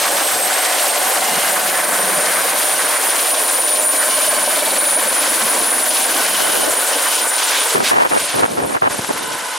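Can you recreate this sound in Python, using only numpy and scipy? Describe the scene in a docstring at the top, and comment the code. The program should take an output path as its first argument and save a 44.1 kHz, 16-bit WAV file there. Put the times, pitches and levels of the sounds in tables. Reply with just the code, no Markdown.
"""Light helicopter leaving a grass field

A turbine helicopter spools up, lifts off, turns and flies away low. The compressor whines over
exhaust roar and hiss, the shrouded tail fan hums and three rotor blades swish by.
Then the downwash arrives: a flag rustles, gusts batter the microphone and its gain control
ducks the helicopter under them."""
import sys
import numpy as np
from scipy import signal
from scipy.fft import rfft, irfft, next_fast_len
from scipy.io import wavfile
from scipy.ndimage import uniform_filter1d

SR = 44100
rng = np.random.default_rng(int(sys.argv[2]) if len(sys.argv) > 2 else 0)


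def wav_out(sig):
    """Save sig, one row per channel (or a flat mono array), as 16-bit PCM at SR to the path in sys.argv[1]."""
    wavfile.write(sys.argv[1], SR, np.round(np.clip(np.atleast_2d(sig).T, -1, 1) * 32767).astype(np.int16))


N = 422460
TIME = np.arange(N) / SR
FFT_SIZE = next_fast_len(N)
HZ = np.maximum(np.arange(FFT_SIZE // 2 + 1) * SR / FFT_SIZE, 1)


def from_db(db):
    """Decibels to gain."""
    return 10 ** (np.asarray(db) / 20)


def unit_rms(x):
    """Scale to rms 1."""
    return x / np.sqrt(np.mean(x ** 2) + 1e-20)


def automation(rows):
    """Each column after time_s, drawn out to every sample."""
    time_s, *columns = np.transpose(rows)
    return [np.interp(TIME, time_s, column) for column in columns]


def hump(peak_s, half_s):
    """A bell-shaped fade up to 1 and back."""
    return np.exp(-((TIME - peak_s) / half_s) ** 2)


def eq_curve(points):
    """A spectrum table as a gain at every frequency."""
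    hz, db = np.transpose(points)
    return from_db(np.interp(np.log(HZ), np.log(hz), db))


def butter(sound, order, hz, kind):
    """A Butterworth filter."""
    return signal.sosfilt(signal.butter(order, hz, kind, fs=SR, output="sos"), sound)


def noise(shape):
    """Fresh noise with the given gain at every frequency."""
    return irfft(rfft(rng.standard_normal(FFT_SIZE)) * shape, FFT_SIZE)[:N]


def drift(rate_hz):
    """A smooth random wobble; rms 1."""
    step = max(int(SR / rate_hz / 16), 1)
    size = next_fast_len(N // step + 2)
    hz = np.arange(size // 2 + 1) * SR / step / size
    white = rng.standard_normal(N + 8192)[:size]
    slow = irfft(rfft(white) / (1 + (hz / rate_hz) ** 2) ** 2, size)
    return unit_rms(np.interp(np.arange(N) / step, np.arange(size), slow))


def stereo(mid, side):
    """Left and right from mid and side."""
    return np.array([mid + side, mid - side])


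def cycles(hz):
    """Cycles done so far."""
    return np.cumsum(hz) / SR


def blurred_tone(hz, width_hz):
    """A tone scattered by turbulent air: level and phase wander."""
    angle = 2 * np.pi * cycles(hz * np.ones(N))
    return (drift(width_hz) * np.cos(angle) + drift(width_hz) * np.sin(angle)) / np.sqrt(2)


def resonances(lines, side_db=-8.5):
    """Blurred tones in stereo, from rows of pitch_hz, width_hz, level_db."""
    mid, side = (sum(from_db(db) * blurred_tone(hz, width) for hz, width, db in lines) for _ in range(2))
    return stereo(unit_rms(mid), from_db(side_db) * unit_rms(side))


def crackle(per_s, low_hz, high_hz, spread_db=3):
    """Tiny random snaps, separate in each channel; rms 1."""
    snaps = (rng.random((2, N)) < per_s / SR) * rng.choice([-1, 1], (2, N))
    strength = from_db(spread_db * rng.standard_normal((2, N)))
    return unit_rms(butter(snaps * strength, 2, [low_hz, high_hz], "band"))


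def beat(blade, at, depth_db):
    """Gain that swells once for each blade, at the given part of its passage."""
    return from_db(depth_db * np.cos(2 * np.pi * (blade - at)))


# The tail swings toward the listener: time_s, tail_on (0 side-on, 1 tail-on)
TAIL_SWING = [(3.7, 0.18), (4.4, 0.39), (5.1, 0.46), (5.8, 0.4), (6.3, 0.46), (6.9, 0.84), (7.5, 1),
              (8.4, 0.37), (8.95, 0.38), (9.25, 1)]
# The fly-away: time_s, distance (0 near, 1 far)
DEPARTURE = [(7.88, 0.43), (8.1, 0.54), (8.28, 0.81), (8.5, 0.94), (9, 1), (9.58, 1)]
# Mix by perspective, for each part: near_side_on_db, tail_on_change_db, far_change_db
PERSPECTIVE = { "roar": (-24, -3, -12.5), "rasp": (0, -0.19, -10.5), "hiss": (3.7, -0.29, -14.5),
               "sizzle": (-21, -4, -8.5), "intake": (-22.5, 0, -14), "fan tone": (-31, -11.5, -6),
               "fan orders": (-27, -3.5, -15.5), "gears": (-30.5, 0, -22), "tailpipe": (-43.5, 14.1, -1.1)}
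def radiated(part):
    """Gain of one part of the machine as it turns and recedes."""
    (tail_on,), (far,) = automation(TAIL_SWING), automation(DEPARTURE)
    near_db, tail_db, far_db = PERSPECTIVE[part]
    return from_db(near_db + tail_db * tail_on + far_db * far)


# Tone colour of exhaust and airflow, body and top end: frequency_hz, density_db
FLOW_BODY = [(60, -75), (130, -33), (190, -12.5), (290, -7.5), (390, -7.5), (520, 0), (630, 0), (760, -3),
             (860, -7), (1060, -2), (1260, -5), (1600, -3.5), (2100, -7), (2600, -8)]
FLOW_TOP = [(3100, -7), (4000, -8.5), (6500, -10), (8000, -11), (9500, -14), (10800, -10.5), (13000, -14.5),
            (15500, -14.5)]
# Stereo width of the flow: frequency_hz, side_to_mid_db
FLOW_WIDTH = [(100, -16), (300, -11), (1300, -8.5), (2400, -7.5), (4400, -11.5), (8000, -13), (15000, -9.5)]
def rush(low_hz, high_hz, flicker_db, flicker_hz):
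    """One flickering band of turbulent flow noise in stereo; rms about 1."""
    rolloff = np.sqrt((1 + (low_hz / HZ) ** 20) * (1 + (HZ / high_hz) ** 20))
    shape = eq_curve(FLOW_BODY + FLOW_TOP) / rolloff
    mid, side = noise(shape), noise(shape * eq_curve(FLOW_WIDTH))
    return stereo(mid, side) / np.std(mid) * from_db(flicker_db * drift(flicker_hz))


# Fader ride of the rumble: time_s, level_db
RUMBLE_RIDE = [(0, -50), (.85, -62), (1.25, -41), (2.4, -44), (3.55, -63.5), (4.3, -52.5), (5.5, -49),
               (5.8, -62), (6.4, -45.5), (7.2, -81)]
def rumble():
    """A faint low rumble flickers, fading in and out."""
    (level_db,) = automation(RUMBLE_RIDE)
    return from_db(level_db) * unit_rms(rush(30, 201, flicker_db=3.5, flicker_hz=16))


# Swells of the roar: peak_s, half_length_s, boost_db
ROAR_BOOSTS = [(.16, .05, 3), (1.15, .3, 1.5), (2.02, 0.25, 2), (3.36, 0.06, 0.5), (5.55, .1, 3.5),
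               (6.2, 0.057, 5), (6.655, 0.18, 4), (6.952, 0.034, 4)]
def exhaust_roar():
    """The breeze carries the exhaust's roar over in swells."""
    swell_db = sum(db * hump(s, half_s) for s, half_s, db in ROAR_BOOSTS)
    return radiated("roar") * from_db(swell_db) * rush(240, 860, flicker_db=1.5, flicker_hz=45.2)


# Fader ride of the rasp, before perspective: time_s, level_db
RASP_RIDE = [(.35, -22), (.6, -21.5), (1, -21), (1.35, -20.5), (1.65, -20.5), (2, -21), (2.3, -19.5),
             (2.7, -22), (3.05, -20.5), (3.6, -25), (4.3, -23), (5.3, -21.5), (5.8, -23.5), (6.2, -21),
             (6.7, -23.5), (7.5, -23)]
def exhaust_rasp(blade):
    """The exhaust's gritty midrange pulses faintly with the blades."""
    (level_db,) = automation(RASP_RIDE)
    rasp = rush(762, 2360, flicker_db=2.0, flicker_hz=54.99)
    return radiated("rasp") * from_db(level_db) * rasp * beat(blade, at=0.22, depth_db=0.35)


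# Fader ride of the hiss, before perspective: time_s, level_db
HISS_RIDE = [(0, -21), (.08, -22.5), (.3, -24), (.65, -22.5), (1.15, -24), (1.33, -23.3), (1.55, -24.5),
             (2, -25), (2.55, -23.5), (3.3, -24), (3.66, -26), (3.76, -23.5), (3.87, -28.5), (4.1, -22),
             (4.4, -24), (5.05, -26), (5.2, -22.5), (5.65, -24.5), (5.8, -27), (5.92, -23), (6.35, -22),
             (6.78, -26), (7.18, -20), (7.28, -27.5), (7.4, -19.5), (7.58, -22), (7.75, -21.5)]
def exhaust_hiss():
    """The bright top of the exhaust flow."""
    (level_db,) = automation(HISS_RIDE)
    return radiated("hiss") * from_db(level_db) * rush(2240, 7260, flicker_db=1.42, flicker_hz=74.96)


def intake_sizzle(tip_share):
    """Air sizzles into the intake; the top band leaves room for the blade tips' share."""
    intake = radiated("intake") * rush(7220, 10500, flicker_db=2.0, flicker_hz=30.41)
    sizzle = radiated("sizzle") * rush(8800, 14500, flicker_db=1.3, flicker_hz=30.0)
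    return intake + sizzle * np.sqrt(1 - tip_share)


# Main rotor speed: time_s, blade_rate_hz
ROTOR_SPEED = [(0, 19.8), (1, 19.47), (2, 20.03), (3, 20.21), (4, 20.27), (5, 20.03), (6, 20.62), (7, 19.9),
               (8, 19.79), (9, 19.36), (9.58, 19.64)]
# The chop comes earlier or later as the machine turns: time_s, delay_passages
CHOP_TIMING = [(0, 0.98), (1.1, 0.69), (3.9, 1.17), (4.6, 1.11), (5.05, 1.04), (6.4, 1.06), (7.3, 0.46),
               (9.58, 0.89)]
# The blade tips' part of the sizzle: time_s, power_share (0 to 1)
TIP_SHARE = [(0, 0.3), (3.3, 0.22), (7.3, 0.05), (8.2, 0.82), (9.58, 0.66)]
def main_rotor():
    """The rotor's motion: blade rate, blades passed so far, chop timing and the tips' share of sizzle."""
    (blade_hz,) = automation(ROTOR_SPEED)
    (chop_at,), (tip_share,) = automation(CHOP_TIMING), automation(TIP_SHARE)
    blade = cycles(blade_hz) - .357
    return blade_hz, blade, chop_at, tip_share


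def blade_swish(blade, tip_share, start_hz=14000, end_hz=8300, width_hz=1250, boost_db=3.5):
    """Each tip sheds a narrow hiss whose Doppler shift falls as the blade swings past."""
    passage = (blade + .22) % 1
    swell = np.sin(np.pi * passage ** 0.68)
    band = blurred_tone(start_hz * (end_hz / start_hz) ** np.sin(np.pi / 2 * passage), width_hz)
    return radiated("sizzle") * from_db(boost_db + 2.0 * drift(23)) * np.sqrt(tip_share) * swell * band


# The whine spools up, then sags: time_s, pitch_hz
WHINE_PITCH = [(0, 8428), (.45, 8465), (.8, 8595), (1.5, 8993), (2, 9143), (2.5, 9303), (3.5, 9510),
               (4, 9575), (4.5, 9610), (5, 9662), (5.5, 9725), (6, 9700), (6.5, 9635), (7, 9560),
               (7.6, 9435), (8.25, 9385), (9.58, 9250)]
# Strength and purity of the whine: time_s, level_db, clean_to_scattered_ratio
WHINE_RIDE = [(0, -28, .46), (1.6, -30, .55), (2.2, -23.5, 0.54), (3, -24.5, 0.35), (3.6, -20, .55),
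              (3.9, -19.5, .55), (4.05, -23.5, 0.56), (4.23, -20.5, .8), (4.38, -21, 0.32),
              (4.68, -25.5, .3), (4.85, -17.5, 0.72), (5.05, -22.5, 0.33), (5.8, -20.5, .2),
              (6.4, -26.5, .2), (6.8, -23.5, .25), (7.6, -27, .29), (8.14, -27.5, 0.35), (8.24, -29, 0.54),
              (8.34, -32, .2), (8.6, -33.5, 0.23), (9.58, -44, 0.11)]
def compressor(scatter_hz=45, skirt_hz=450, skirt_db=-0.5, side_db=-13.5):
    """The blade tone shimmers through the hot air and wears a skirt of scattered sound."""
    hz = automation(WHINE_PITCH)[0] + 12 * drift(30)
    level_db, clean = automation(WHINE_RIDE)
    tone = clean * np.sqrt(2) * np.sin(2 * np.pi * cycles(hz)) + blurred_tone(hz, scatter_hz)
    skirt = from_db(skirt_db + 1.8 * drift(35)) * blurred_tone(hz, skirt_hz)
    shimmer = from_db(level_db + 1.25 * drift(55))
    return shimmer * stereo(tone + skirt, from_db(side_db) * blurred_tone(hz, scatter_hz))


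# Chord of the unevenly spaced fan blades: shaft_order, relative_db
FAN_CHORD = [(7, -19), (9, -8.5), (10, -4.5), (12, -4.5), (13, -16), (14, -7.5)]
def tail_fan(shaft_hz, lift, blades=8, lift_db=5):
    """The shrouded fan hums on its blade rate, louder under load, and on neighbouring shaft orders."""
    tone = resonances([(blades * shaft_hz, 18, 0)])
    chord = resonances([(order * shaft_hz, 32, db) for order, db in FAN_CHORD])
    return radiated("fan tone") * from_db(lift_db * lift) * tone + radiated("fan orders") * chord


# Partials of the gear whine: harmonic, relative_db
GEAR_PARTIALS = [(1, 1.5), (2, -18)]
def gearbox(mesh_hz):
    """The main gears whine on their mesh rate."""
    return radiated("gears") * resonances([(k * mesh_hz, 75, db) for k, db in GEAR_PARTIALS])


# Resonances of the pipe: pitch_hz, width_hz, relative_db
PIPE_MODES = [(446, 50, -6.5), (884, 75, 3), (1007, 75, 4), (1302, 75, -2), (1491, 110, 3), (2024, 200, -3),
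              (2960, 220, -3.5), (3700, 640, -5.5)]
def tailpipe():
    """The tailpipe drones hollowly, loudest from behind."""
    return radiated("tailpipe") * resonances(PIPE_MODES)


def rotor_wash(pitch_hz=742, width_hz=110, level_db=-29):
    """The wash surges hollowly as the blades first bite."""
    return from_db(level_db) * hump(0.93, half_s=1) * resonances([(pitch_hz, width_hz, 0)])


# Tone colour of the buffeting, mostly opposed between the channels: frequency_hz, density_db
BUFFET_COLOUR = [(30, -44), (100, -29), (250, -4.5), (600, 3), (900, 4), (1750, -4.5), (3000, -17.5),
                 (4600, -37.5), (9000, -54.5)]
def buffeting(force, hard_db=-7.5, lumps_db=4, lump_hz=220, crackle_db=-19):
    """Strong eddies rasp on the microphone's ports, weak ones flutter dully and tiny ones snap."""
    colour = eq_curve(BUFFET_COLOUR)
    hardness = np.clip(force / from_db(hard_db), 0, 1)
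    rasp = unit_rms(noise(colour))
    flutter = unit_rms(noise(colour / (1 + (HZ / 700) ** 4)))
    side = np.sqrt(hardness) * rasp + np.sqrt(1 - hardness) * flutter
    lumps = unit_rms(from_db(lumps_db * drift(lump_hz)))
    buffet = force * lumps * stereo(0.28 * unit_rms(noise(colour)), side)
    snaps = from_db(crackle_db) * force * crackle(per_s=900, low_hz=900, high_hz=2800)
    return butter(buffet, 2, 150, "high") + snaps


# Tone colour of the thumps, alike in both channels: frequency_hz, density_db
THUMP_COLOUR = [(25, -37), (70, -11.5), (190, -1), (420, 0), (1000, -11), (1800, -52), (5000, -49)]
# Wind hits on the microphone: start_s, end_s, buffet_db, thump_db
WIND_HITS = [(0.324, .38, -39, -36), (4.27, 4.33, -37, -46), (5.408, 5.457, -41, -34),
             (6.398, 6.715, -27, -37.5), (7.75, 7.783, -10, -16), (7.77, 7.838, -13, -19.5),
             (7.913, 8.074, -2.5, -22), (8.11, 8.184, -10, -25), (8.338, 8.414, -16, -26),
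             (8.421, 8.461, -8.5, -19), (8.475, 8.57, -21, -25), (8.57, 8.656, -15.5, -17.5),
             (8.657, 8.745, -17.5, -27), (8.744, 8.784, -7.5, -24), (8.818, 8.883, -4.5, -16),
             (8.902, 8.957, -28, -47), (8.986, 8.997, -19, -19), (9.088, 9.114, -19, -25),
             (9.14, 9.332, -33, -37), (9.34, 9.36, -32, -31), (9.36, 9.58, -48, -52.5)]
def downwash(edge_s=0.011, wake_s=0.14, lumps_db=2.5, lump_hz=70):
    """Gusts buffet the microphone in ragged bursts; large eddies thump on both ports at once."""
    bursts = sum(from_db([[buffet_db], [thump_db]]) * ((TIME > start) & (TIME < end))
                 for start, end, buffet_db, thump_db in WIND_HITS)
    force, thump = uniform_filter1d(bursts, int(edge_s * SR)).clip(0)
    decay = 1 / (wake_s * SR)
    wake = signal.lfilter([decay], [1, decay - 1], thump)   # weaker eddies trail each gust
    buffet = buffeting(force)
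    lumps = unit_rms(from_db(lumps_db * drift(lump_hz)))
    eddies = lumps * unit_rms(noise(eq_curve(THUMP_COLOUR)))
    return buffet + (0.62 * thump + 0.23 * wake) * eddies


def swelling_tones(rows):
    """Blurred tones that each fade in and out."""
    return sum(from_db(db) * hump(s, half_s) * blurred_tone(hz, width)
               for s, half_s, hz, width, db in rows)


# Patches of rasp: peak_s, half_length_s, centre_hz, width_hz, level_db
RASP_PATCHES = [(.65, 0.17, 1860, 746, -24), (1.783, 0.097, 1810, 590, -24), (2.28, .1, 1850, 900, -25),
                (2.92, .1, 1700, 800, -31), (4.024, 0.035, 1528, 646, -19), (5.527, .15, 1037, 170, -25),
                (6.204, .045, 1052, 700, -23), (7.525, 0.071, 1700, 890, -25),
                (7.577, .06, 3420, 1400, -20)]
def rasp_swells():
    """Broad patches of the exhaust's midrange come and go on the breeze."""
    return butter(swelling_tones(RASP_PATCHES), 2, 300, "high")


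# Singing overtones: peak_s, half_length_s, pitch_hz, width_hz, level_db
DRIVE_OVERTONES = [(1.35, .25, 2080, 55.6, -31), (1.348, 0.21, 2850, 59, -31),
                   (2.4, 0.75, 1527, 49.95, -33), (3.9, 0.9, 1056, 59.94, -31.5),
                   (4.2, 0.39, 1555, 74.8, -30.5), (4.25, 0.33, 2980, 110, -34), (4.7, 1, 2280, 110.2, -35),
                   (5.3, 0.66, 1534, 54.9, -35), (6.206, 0.027, 1520, 54.5, -22),
                   (6.447, 0.33, 3016, 230, -29), (6.846, 0.63, 1480, 90, -32),
                   (7.104, 0.14, 3050, 150, -29), (7.68, 0.095, 449, 70, -30.5)]
def drive_train(chop):
    """Single overtones of the drive train ring out in turn, deeply chopped by the blades."""
    return swelling_tones(DRIVE_OVERTONES) * unit_rms(chop ** 1.9)


def ground_reflection(level_db=-40):
    """During the climb the ground's reflection fills out the low roar: a swell of low flow noise."""
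    return from_db(level_db) * hump(5.3, half_s=1.74) * rush(216, 330, flicker_db=0.5, flicker_hz=29.0)


# The throb of lift-off: time_s, level_db, pitch_hz
THROB_RIDE = [(3.6, -50, 624), (4, -29, 620), (4.19, -23.5, 617), (4.33, -19, 614), (4.5, -25, 609),
              (4.68, -23, 594), (4.88, -26, 565), (5.08, -26.5, 576), (5.7, -53, 570)]
def fan_throb(blade, chop_at, fall_hz=230, uneven_db=1.5, width_hz=160, upper_ratio=1.65, upper_db=-5.0):
    """Under load each blade wake entering the tail fan gives a falling honk with a hoarse top partial."""
    level_db, pitch_hz = automation(THROB_RIDE)
    passage = (blade - chop_at + .5) % 1 - .5
    pulse = np.cos(np.pi * passage) ** 6
    hz = pitch_hz - fall_hz * passage + 20 * drift(40)
    honk = np.sqrt(2) * np.sin(2 * np.pi * cycles(hz)) + 0.49 * blurred_tone(hz, width_hz)
    honk += from_db(upper_db) * blurred_tone(upper_ratio * hz, width_hz)
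    return from_db(level_db + uneven_db * drift(21)) * pulse * honk


def loaded_rotor(blade, lift, chirp_hz=4490, rise_hz=130, chirp_db=-31.5, whisk_db=-31):
    """During the pull a high overtone chirps upward once a blade, and each blade whisks the air."""
    passage = (blade - .8 + .5) % 1 - .5   # the chirp peaks at .8 of a passage
    chirp = np.cos(np.pi * passage) ** 2 * blurred_tone(chirp_hz + rise_hz * passage, width_hz=70)
    whisk = unit_rms(beat(blade, at=.72, depth_db=9)) * blurred_tone(3750, width_hz=1100)
    return from_db(chirp_db) * hump(4.6, half_s=0.72) * chirp + from_db(whisk_db) * lift ** 2 * whisk


# Sub-bass pushes of the downwash: start_s, end_s, level_db
PRESSURE_PUSHES = [(7.762, 7.834, -6), (7.918, 8.092, -1.5), (8.106, 8.192, -10), (8.418, 8.742, -10),
                   (8.757, 8.892, -2)]
def pressure_surges(edge_s=0.021):
    """Slow pressure on the microphone: too deep to hear, it drives the gain control down."""
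    pressure = sum(from_db(db) * ((TIME > start) & (TIME < end)) for start, end, db in PRESSURE_PUSHES)
    edge = int(edge_s * SR)
    return uniform_filter1d(uniform_filter1d(pressure, edge), edge)


# Whips of the cloth: peak_s, half_length_s, level_db
FLAG_WHIPS = [(7.864, .04, -21.5), (8.27, 0.13, -31)]
def flag(rustle_db=2.5):
    """A nearby flag whips over in the downwash with a dense rustle of cloth."""
    whips = sum(from_db(db) * hump(s, half_s) for s, half_s, db in FLAG_WHIPS)
    mid, side = crackle(per_s=5000, low_hz=1700, high_hz=4640)
    return whips * from_db(rustle_db * drift(120)) * stereo(mid, 0.25 * side)


# Sharp wind pops: time_s, mid_peak_db, side_peak_db
WIND_POPS = [(7.971, -14, 5), (8.121, -3, -8), (8.454, -5, -11), (8.605, -18, -14), (8.772, -1, -6),
             (8.991, -26, -17), (9.047, -12, -11)]
def wind_pops(width_s=0.00017):
    """A small eddy bursting on a port gives one steep swing of pressure."""
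    pops = np.zeros((2, N))
    for s, mid_db, side_db in WIND_POPS:
        age = np.clip((TIME - s) / width_s, -10, 10)
        swing = (age ** 2 - 1) * np.exp(-age ** 2 / 2)
        pops += stereo(from_db(mid_db) * swing, from_db(side_db) * swing)
    return pops


def far_air(sound, edge_hz=12800):
    """With distance the air takes away the highest treble."""
    distant = automation(DEPARTURE)[0] ** 6
    dull = irfft(rfft(sound, FFT_SIZE) / (1 + (HZ / edge_hz) ** 20), FFT_SIZE)[:, :N]
    return (1 - distant) * sound + distant * dull


def gain_control(sound, window_s=0.0127, threshold_db=-16.0, share=0.61):
    """The level ducks by a share of its rise over the threshold, so the din stays tight and even."""
    power = uniform_filter1d(np.mean(sound, axis=0) ** 2, int(window_s * SR))
    over_db = np.maximum(10 * np.log10(np.maximum(power, 1e-12)) - threshold_db, 0)
    return sound * from_db(-share * over_db)


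def scene():
    """The helicopter, paced by its main rotor, and the downwash at the microphone."""
    blade_hz, blade, chop_at, tip_share = main_rotor()
    lift = hump(4.72, half_s=0.38)   # the pull that lifts the machine off loads both rotors
    chop = beat(blade, chop_at, depth_db=1.5 + 1.5 * lift)
    # the tail fan swallows the wake of each main blade, so its tones throb too
    machine = tail_fan(shaft_hz=3.75 * blade_hz, lift=lift) * chop + fan_throb(blade, chop_at)
    machine += tailpipe()
    machine += (rumble() + exhaust_roar() + rotor_wash() + ground_reflection()) * chop
    bright_flow = exhaust_rasp(blade) + exhaust_hiss() + intake_sizzle(tip_share)
    breeze = from_db(0.76 * drift(22))
    machine += bright_flow * breeze + blade_swish(blade, tip_share)
    machine += gearbox(mesh_hz=76.7 * blade_hz) * chop + drive_train(chop)
    machine += loaded_rotor(blade, lift) + rasp_swells()
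    return far_air(machine) + compressor() + downwash() + flag() + wind_pops() + pressure_surges()


def record(dry, drive_db=2.13, low_cut_hz=63, high_cut_hz=15850):
    """Gain control, a low cut, soft clipping of the highest peaks and a steep high cut."""
    held = gain_control(dry * from_db(drive_db))
    held = butter(held, 4, low_cut_hz, "high")
    rounded = held / (1 + held ** 4) ** (1 / 4)
    return signal.sosfilt(signal.ellip(12, .1, 80, high_cut_hz, fs=SR, output="sos"), rounded)


dry = scene()
out = record(dry)
wav_out(out)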